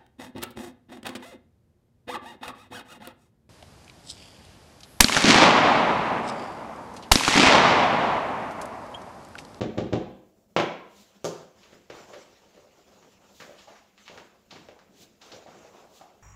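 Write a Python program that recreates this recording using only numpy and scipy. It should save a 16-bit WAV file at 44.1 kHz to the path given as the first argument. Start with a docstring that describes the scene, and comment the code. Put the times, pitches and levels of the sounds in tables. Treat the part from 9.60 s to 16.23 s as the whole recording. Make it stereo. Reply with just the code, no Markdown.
"""Kitchen: flour shaker, scraper and baking mat

In a hard-walled kitchen a metal flour shaker is knocked three times over dough, then set down on the counter.
Hands rub a soft baking mat over the dough, and a plastic scraper clacks: shaped noise and filtered pulses.
The mat flaps and crinkles, air pops under the palm and the dough thuds: bursts, dying sines and dull pulses.
Every blow excites echoes, standing waves and a diffuse tail; quiet room air runs throughout."""
import sys
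import numpy as np
from scipy import signal
from scipy.fft import rfft, irfft
from scipy.io import wavfile
from scipy.ndimage import uniform_filter1d

SR = 44100
rng = np.random.default_rng(int(sys.argv[2]) if len(sys.argv) > 2 else 0)


def dump(signal):
    """Clip the signal to [-1, 1] and save it as 16-bit WAV at the path in sys.argv[1]."""
    limited = np.clip(np.atleast_2d(signal).T, -1, 1)
    pcm = np.round(limited * 32767).astype(np.int16)
    wavfile.write(sys.argv[1], SR, pcm)


N = 292206

# colour of the mat's snaps and of its small slips: (frequency [Hz], relative level [dB])
SNAP_COLOUR = [(300, -30.5), (900, 5), (1600, 1.5), (2600, 0.5), (4200, 0), (7000, -6.5), (8600, -23),
               (15000, -29)]


def amp(db):
    """Turns decibels into gain."""
    return 10 ** (np.asarray(db) / 20)


def read(points, hz):
    """Reads a table on a logarithmic frequency axis."""
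    f, value = np.transpose(points)
    return np.interp(np.log(hz + 1), np.log(f + 1), value)


def unit(x):
    """Scales to an energy of one."""
    return x / np.sqrt(np.sum(x ** 2, axis=-1, keepdims=True) + 1e-30)


def add(mix, s, sound):
    """Mixes a sound in at a time in seconds."""
    part = mix[max(round(s * SR), 0):][:len(sound)]
    part += sound[:len(part)]


def click(colour, size=4096):
    """The most compact causal pulse with a given spectrum: its phase follows from its log gain."""
    log_gain = np.log(amp(read(colour, abs(np.fft.fftfreq(size, 1 / SR)))))
    spectrum = np.exp(np.conj(signal.hilbert(log_gain)))
    return unit(np.fft.ifft(spectrum).real[:size // 2])


def tint(x, colour):
    """Filters a long sound by a table of levels."""
    n = x.shape[-1]
    return irfft(rfft(x) * amp(read(colour, np.fft.rfftfreq(n, 1 / SR))), n)


def diffuse(pair, spacing_m=0.15):
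    """Sound from all sides at two close points: alike in the bass, unrelated in the treble."""
    n = pair.shape[1]
    a, b = rfft(pair)
    same = np.sinc(2 * spacing_m * np.fft.rfftfreq(n, 1 / SR) / 343)  # speed of sound in m/s
    mid = a * np.sqrt((1 + same) / 2)
    side = b * np.sqrt((1 - same) / 2)
    return irfft(np.array([mid + side, mid - side]), n)


def friction(colour, patchy_db, flutter_db, size=512):
    """Wide noise at an rms of one; its level flutters, and patches of time favour some pitches."""
    hz, _, z = signal.stft(diffuse(rng.standard_normal((2, N))), SR, nperseg=size)
    patches = uniform_filter1d(rng.standard_normal(z.shape[1:]), size=6, axis=0)
    patches = uniform_filter1d(patches, size=8, axis=1)
    flutter = uniform_filter1d(rng.standard_normal(z.shape[2]), size=5)
    z = z * amp(patchy_db * patches / patches.std() + flutter_db * flutter / flutter.std())
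    noise = signal.istft(z, nperseg=size)[1][:, :N]
    return unit(tint(noise, colour)) * np.sqrt(N)


def chatter(rise_s, size=2048, count=8):
    """The many tiny contacts of one touch: noise that swells for about rise_s and fades, nearly white."""
    u = (np.arange(size) + 1) / (SR * max(rise_s, 1e-4))
    burst = rng.standard_normal(size) * u * np.exp(-u)
    for _ in range(count):
        white = irfft(np.exp(1j * np.angle(rfft(burst))), size)
        burst = white / (1 + (u / 7) ** 4)  # whitening smears the burst, so its end is faded again
    return unit(burst)


def blow(colour, rise_s, split_hz=1200, order=5):
    """A hard contact: a clean push in the bass, a burst of fine contacts in the treble."""
    low = signal.butter(order, split_hz, "low", fs=SR, output="sos")
    high = signal.butter(order, split_hz, "high", fs=SR, output="sos")
    pulse = click(colour)
    burst = signal.fftconvolve(pulse, chatter(rise_s))[:len(pulse)]
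    return unit(signal.sosfilt(low, pulse) + signal.sosfilt(high, burst))


def ringing(modes, t):
    """A sum of dying tones, all struck at once; t60 is the time to fall by 60 dB."""
    out = 0
    for hz, db, t60 in modes:
        decay = np.exp(-np.log(1000) * t / t60)
        out = out + amp(db) * unit(np.cos(2 * np.pi * hz * t) * decay)
    return out


def swells(rows, t):
    """Smooth strokes that speed up and slow down: level curves symmetric about their peaks."""
    return sum(amp(db) / (1 + ((t - at) / half) ** 2 / 2) ** 2 for at, db, half in rows)


def room_air(level_db=-64):
    """The quiet kitchen: coloured wide noise with a slight flutter."""
    # colour of the still air: (frequency [Hz], relative level [dB])
    air_colour = [(20, -23.5), (45, -14), (70, -9), (160, -14), (200, 0), (250, -11.5), (630, -13),
                  (1000, -22.5), (1500, -28.5), (3500, -31), (7400, -28), (8800, -36.5), (15000, -31)]
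    return amp(level_db) * friction(air_colour, patchy_db=1.3, flutter_db=1.0)


def shaker(ring_db=-38):
    """Each knock is a thump with a rattle of tin; then the can lands on the counter and rings."""
    # knocks of the shaker: (time [s], thump level [dB], tin rattle level [dB])
    knocks = [(0.0075, -29.5, -26.5), (0.1747, -28.5, -27.5), (0.3253, -26, -26)]
    # contacts in one knock, as can and flour land in turn, added to its levels:
    # (delay [s], thump level [dB], tin rattle level [dB])
    knock_contacts = [(0, -2, -22.5), (.0044, -15, -8), (.008, -4, -27), (0.0097, 5, -33)]
    # colours of thump, rattle and landing: (frequency [Hz], relative level [dB])
    thump_colour = [(25, -27), (55, -9), (110, 0.5), (220, 8), (350, 6.5), (490, 1.5), (640, -5),
                    (880, -6.5), (1200, -24.5), (2200, -56.5), (8000, -74)]
    rattle_colour = [(200, -5), (600, -16.5), (860, 0.5), (1150, 3), (2200, 0.5), (3600, -0.5),
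                     (4800, -8.5), (7200, -13.5), (8600, -29.5), (15000, -47)]
    landing_colour = [(25, -73), (70, -27), (170, -3), (250, -4), (340, -4.5), (530, -0.5), (750, -3.5),
                      (1100, -3), (1500, -9), (2000, -7.5), (3200, -11), (4500, -21), (6600, -26.5),
                      (8600, -42.5), (15000, -54)]
    # the can lands with small follow-up contacts; the last pulse is the room answering 35 ms later:
    # (time [s], level [dB])
    landing_pulses = [(0.9639, -17.5), (0.9699, -31.5), (0.988, -32.5), (0.9985, -22)]
    # tones of the steel can, all scaled by ring_db: (frequency [Hz], relative level [dB], t60 [s])
    can_modes = [(1110, -7.5, .2), (1085, 3, 0.31), (1310, -6, 0.45), (1560, -13.5, 0.37),
                 (1886, -2.5, 0.11), (2160, -10, 0.2), (2470, -9, .16), (3040, -17, 0.13)]
    out, thump = np.zeros(N), click(thump_colour)
    for s, db, tin_db in knocks:
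        for delay, thump_db, rattle_db in knock_contacts:
            rattle = blow(rattle_colour, rise_s=0.0011, split_hz=370)
            add(out, s + delay, amp(db + thump_db) * thump + amp(tin_db + rattle_db) * rattle)
    for s, db in landing_pulses:
        add(out, s, amp(db) * blow(landing_colour, rise_s=0.0015))
    add(out, landing_pulses[0][0], amp(ring_db) * ringing(can_modes, np.arange(SR) / SR))
    return out


def strokes(attack_s=0.037, release_db_per_s=86, sleeves_from_s=1.3, sleeves_db=-69):
    """Strength of drag and rustle: each stroke gathers speed, holds and dies away; sleeves whisper on."""
    # strokes of the hands over the mat:
    # (start [s], length [s], dull drag level [dB], dry rustle level [dB])
    stroke_rows = [(1.33, 0.46, -67.5, -61.5), (1.715, 0.066, -50, -55), (1.949, 0.19, -60, -56),
                   (2.312, .1, -46, -51), (2.463, 0.15, -49.5, -53), (2.683, 0.36, -60, -61),
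                   (3.096, 0.12, -62, -62), (3.245, 0.28, -59, -59.5), (3.588, 0.12, -58, -61),
                   (3.82, 0.12, -56, -56.5), (3.958, 0.023, -68, -50), (4.067, 0.065, -56, -55),
                   (4.36, 0.072, -83, -55.5), (4.493, 0.078, -49, -55.5), (4.89, .1, -55.5, -56.5),
                   (5.065, 0.095, -60, -70), (5.306, 0.16, -68, -60), (5.599, 0.17, -49, -51.5),
                   (5.875, 0.2, -52, -55.5), (6.117, 0.082, -50.5, -56.5), (6.317, 0.16, -56, -62.5)]
    t, power = np.arange(N) / SR, np.zeros((2, N))
    for start, length, drag_db, rustle_db in stroke_rows:
        age = np.maximum(t - start, 0)
        release = amp(-release_db_per_s * np.maximum(age - length, 0))
        envelope = np.minimum(age / attack_s, 1) * release
        power += (amp([[drag_db], [rustle_db]]) * envelope) ** 2
    # the sleeves add to the rustle alone
    power[1] += amp(sleeves_db) ** 2 * np.clip((t - sleeves_from_s) / attack_s, 0, 1)
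    return np.sqrt(power)


def rubbing(drag, rustle, drag_db=-2, rustle_db=-3.0):
    """Hands drag the mat over the worktop; fast slides add a bright swish, rolling dough a low rumble."""
    # colours of the four noises: (frequency [Hz], relative level [dB])
    drag_colour = [(30, -48), (90, -5.5), (200, -7), (380, 3), (560, 4), (850, 1), (1400, -3.5),
                   (3000, -35)]
    rustle_colour = [(400, -41), (1300, 0.5), (2600, 1), (4500, -2), (7200, -1), (8600, -17.5),
                     (15000, -20)]
    swish_colour = [(500, -22), (2000, -3.5), (3700, 7.5), (5200, 3.5), (7200, 5.5), (8800, -7),
                    (15000, -5)]
    roll_colour = [(25, -56), (90, -14), (170, -3), (260, -5), (400, -8), (700, -12), (2000, -53)]
    # quick slides of sleeve and palm: (time at the fastest [s], level [dB], half length [s])
    slides = [(1.40, -55.5, 0.072), (3.82, -55, 0.083), (5.42, -51.5, 0.036), (6.379, -55.5, 0.054)]
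    # the dough slumps and rolls inside the mat: (time at the fastest [s], level [dB], half length [s])
    dough_rolls = [(4.13, -61.5, 0.035), (5.01, -59, 0.084), (5.31, -66, 0.046), (5.42, -58.5, 0.086),
                   (5.96, -57.5, 0.038)]
    t = np.arange(N) / SR
    out = amp(drag_db) * drag * friction(drag_colour, patchy_db=2.4, flutter_db=1.9)
    out += amp(rustle_db) * rustle * friction(rustle_colour, patchy_db=2.5, flutter_db=1.0)
    swish = swells(slides, t) * friction(swish_colour, patchy_db=0.0, flutter_db=1.5)
    roll = swells(dough_rolls, t) * friction(roll_colour, patchy_db=1, flutter_db=1)
    return out + swish + roll


def ticks(rustle, per_s=120, level_db=-9, spread_db=1):
    """The mat sticks and slips by chance: tiny snaps as strong as the stroke that causes them."""
    sizes = amp(spread_db * np.minimum(rng.exponential(1, N), 3))
    slips = (rng.random(N) < per_s / SR) * sizes
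    train = rustle * unit(slips) * np.sqrt(N)
    return amp(level_db) * signal.oaconvolve(train, click(SNAP_COLOUR))[:N]


def scraper(click_db=-13):
    """A hollow plastic clack, a hit and its close echoes, with a hard edge click on each."""
    # the hit and its close echoes: (time [s], level [dB])
    clacks = [(1.6445, -30), (1.652, -28.5), (1.6587, -36)]
    # colour of the clack: (frequency [Hz], relative level [dB])
    clack_colour = [(25, -58), (80, -13), (140, -14.5), (190, 3), (260, -10.5), (400, 1.5), (570, -1),
                    (800, -11.5), (1350, -13), (2000, -22), (4200, -19), (5400, -19.5), (6600, -27),
                    (8600, -40), (15000, -43)]
    # tones of the edge, all scaled with click_db: (frequency [Hz], relative level [dB], t60 [s])
    edge_modes = [(5700, -2, 0.0066), (6350, 0, .015), (6950, -4, 0.008)]
    out = np.zeros(N)
    for s, db in clacks:
        add(out, s, amp(db) * blow(clack_colour, rise_s=0.00027))
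        add(out, s, amp(db + click_db) * ringing(edge_modes, np.arange(1024) / SR))
    return out


def mat(snap_db=-8, fold_db=7.0, fold_octaves=0.72):
    """The mat flaps: each fold crinkles as a burst of contacts with a broad peak at its own pitch."""
    # flaps, all shifted by snap_db:
    # (time [s], level [dB], pitch of the fold [Hz], rise of the crinkle [s])
    flaps = [(2.03, -45, 2910, 0.0033), (2.125, -48.5, 2440, 0.0027), (2.2985, -35, 1970, .0027),
             (2.533, -37.5, 1790, 0.003), (2.9738, -53, 1270, .001), (3.4223, -50.5, 1470, 0.0028),
             (3.7989, -34, 1750, 0.0043), (3.817, -39, 1690, 0.0033), (3.982, -41.5, 3650, 0.0067),
             (4.073, -44.5, 1090, 0.0082), (4.147, -44, 1580, 0.0095), (4.3775, -46.5, 2720, 0.00096),
             (4.455, -42.5, 3230, 0.0057), (4.4789, -34.5, 2420, .0009), (4.5755, -36, 1600, 0.00087),
             (4.9069, -35.5, 3870, 0.0038), (4.954, -40, 1960, 0.0046), (5.0856, -43.5, 2230, 0.00091),
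             (5.1902, -46.5, 1465, .0005), (5.614, -40, 4100, 0.0032), (5.717, -36, 4330, 0.0026),
             (5.866, -43.5, 1380, 0.0076), (6.2222, -56, 1800, 0.0016), (6.4113, -46, 990, 0.0013)]
    out = np.zeros(N)
    grid = np.geomspace(100, 16000, num=60)
    for s, db, fold_hz, rise_s in flaps:
        fold = fold_db * np.exp(-(np.log2(grid / fold_hz) / fold_octaves) ** 2)
        snap = click(np.c_[grid, read(SNAP_COLOUR, grid) + fold])
        add(out, s, amp(db + snap_db) * unit(signal.fftconvolve(chatter(rise_s), snap)))
    return out


def pats(pat_db=-4, thud_db=-5, pocket_width_hz=170, size=2048):
    """Pockets of air pop under the palm as short dying sines; the dough thuds on the worktop."""
    # pats of the palm, all shifted by pat_db: (time [s], level [dB], pitch of the trapped air [Hz])
    palm_pats = [(2.130, -48.5, 432), (2.3016, -38.5, 487), (2.536, -42.5, 527), (2.953, -55, 506),
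                 (2.977, -51, 514), (3.045, -53.5, 540), (3.803, -48.5, 480), (3.821, -50, 546),
                 (3.878, -49, 540), (3.895, -45, 575), (4.074, -50, 800), (4.081, -46, 675),
                 (4.498, -46.5, 450), (4.576, -51.5, 477), (4.925, -49, 735), (5.087, -44.5, 536),
                 (5.735, -46, 524), (5.763, -46.5, 520), (5.862, -44, 696), (5.885, -55, 546),
                 (6.225, -54.5, 764), (6.412, -43.5, 773)]
    # the dough drops or is pressed, all shifted by thud_db: (time [s], level [dB])
    dough_thuds = [(2.130, -61), (2.303, -55), (3.4242, -56.5), (3.803, -48.5), (4.498, -55), (4.575, -55),
                   (4.925, -46.5), (4.958, -51), (5.728, -51), (5.883, -48), (6.414, -55.5)]
    # colour of the thud: (frequency [Hz], relative level [dB])
    thud_colour = [(25, -43), (70, -10), (170, 7), (280, 10), (450, -7.5), (1500, -61)]
    out, t, thud = np.zeros(N), np.arange(size) / SR, click(thud_colour)
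    envelope = np.exp(-np.pi * pocket_width_hz * t) * (1 - np.exp(-t / 0.00082))
    for s, db, hz in palm_pats:
        add(out, s, amp(db + pat_db) * unit(envelope * np.sin(2 * np.pi * hz * t)))
    for s, db in dough_thuds:
        add(out, s, amp(db + thud_db) * thud)
    return out


def reverberation(t, build_s=0.0022, near_db=-4, near_s=0.031, order=9):
    """Dense reflections that build up, then die at each band's own speed."""
    # decay of the room: (frequency [Hz], t60 [s])
    decay_times = [(80, 0.51), (250, 0.47), (600, 0.62), (1400, 0.61), (3500, 0.56), (6500, 0.43),
                   (12000, 0.42)]
    z = rfft(rng.standard_normal((2, len(t))))
    z /= np.sqrt(uniform_filter1d(abs(z) ** 2, 60, axis=1))
    hz, centres = np.fft.rfftfreq(len(t), 1 / SR), np.geomspace(80, 14000, order)
    tail = 0
    for centre, share in zip(centres, np.eye(order)):
        band = irfft(z * read(np.c_[centres, share], hz), len(t))
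        tail = tail + band * np.exp(-np.log(1000) * t / read(decay_times, centre))
    near = 1 + amp(near_db) * np.exp(-(t / near_s) ** 2)  # cupboards and worktop answer first
    z = rfft(tail * near * (1 - np.exp(-t / build_s)))
    z /= np.sqrt(uniform_filter1d(abs(z) ** 2, size=90, axis=1))  # the walls favour no band
    onset = np.minimum(t / 0.0009, 1)
    return unit(diffuse(irfft(z, len(t)) * onset))


def kitchen(x, direct_db=-12.5, tail_db=-4.0, modes_db=-22.0, drift_hz=2.1, count=3):
    """Direct sound, near echoes, standing waves and a diffuse tail that changes as the cook moves."""
    # echoes of nearby surfaces: (delay [s], level against the direct sound [dB])
    near_echoes = [(.0062, -2.5), (.0105, -10.5), (.0235, -7.5), (.0345, -17)]
    # standing waves of kitchen and worktop, all scaled by modes_db:
    # (frequency [Hz], relative level [dB], t60 [s])
    room_modes = [(61.5, -10, 0.67), (93.5, -14, 0.36), (114.6, -10.5, 0.36), (138, -24, 0.73),
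                  (163.4, -10, 0.46), (193.7, -18, 0.64), (220.6, -14, 0.35), (244, -9.5, 0.51),
                  (302.6, -20, 0.66), (315.4, -17, 0.8), (318.7, -10, 0.35), (345, -5.5, 0.47),
                  (372, -12.5, 0.61), (389, -33, 0.65), (425, -15.5, 0.35), (446, -10, 0.32),
                  (461.2, -18, 0.47), (505.6, -17, 0.39), (512.6, -10, 0.57), (543, -28, 0.1),
                  (583, -10.5, 0.18), (616, -12, 0.21), (652, -18, 0.95), (736, -20.5, .55),
                  (775, -28, 0.66), (802, -17.5, 0.12), (930, -15.5, 0.67)]
    # colour of the diffuse tail: (frequency [Hz], relative level [dB])
    tail_colour = [(60, -0.5), (450, -2), (700, 2.5), (1000, -0.5), (16000, -3.5)]
    t = np.arange(SR) / SR
    early = np.zeros((2, SR))
    early[:, 0] = 1
    for k, (delay, db) in enumerate(near_echoes):
        skew = (-1) ** k * .00008  # seconds; echoes come from alternate sides
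        add(early[0], delay + skew, amp([db]))
        add(early[1], delay - skew, amp([db]))
    response = amp(direct_db) * early + amp(modes_db) * ringing(room_modes, t)
    out = signal.fftconvolve(x[None], response, axes=1)
    for k in range(count):
        # the tails take turns, and their summed power stays even
        turn = np.cos(np.pi * (drift_hz * np.arange(N) / SR + k / count)) ** 2
        share = turn * np.sqrt(8 / (3 * count))
        tail = tint(reverberation(t), tail_colour) * (t < .8)
        out += amp(tail_db) * signal.fftconvolve((x * share)[None], tail, axes=1)
    return out[:, :N]


def scene():
    """Blows and ticks sound in the room, over dry rubbing and still air; all leans slightly to the right."""
    # stereo balance: (frequency [Hz], left minus right [dB])
    balance = [(60, -4.5), (250, -1), (500, -4.5), (2000, -5.5), (4500, -3.9), (12000, -2)]
    drag, rustle = strokes()
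    blows = shaker() + scraper() + mat() + pats()
    blows = blows * np.sqrt(SR / 20)  # levels count over a twentieth of a second
    # the blows push with reversed polarity
    left, right = kitchen(ticks(rustle) - blows) + rubbing(drag, rustle) + room_air()
    lean = amp(read(balance, np.fft.rfftfreq(N, 1 / SR)) / 2)
    return irfft(np.array([rfft(left) * lean, rfft(right) / lean]), N)


def record(dry, edge_hz=15650):
    """A steep low-pass filter closes off the highest treble."""
    low_pass = signal.firwin(511, edge_hz, window=("kaiser", 9), fs=SR)
    return signal.oaconvolve(dry, low_pass[None], "same")


dry = scene()
out = record(dry)
dump(out)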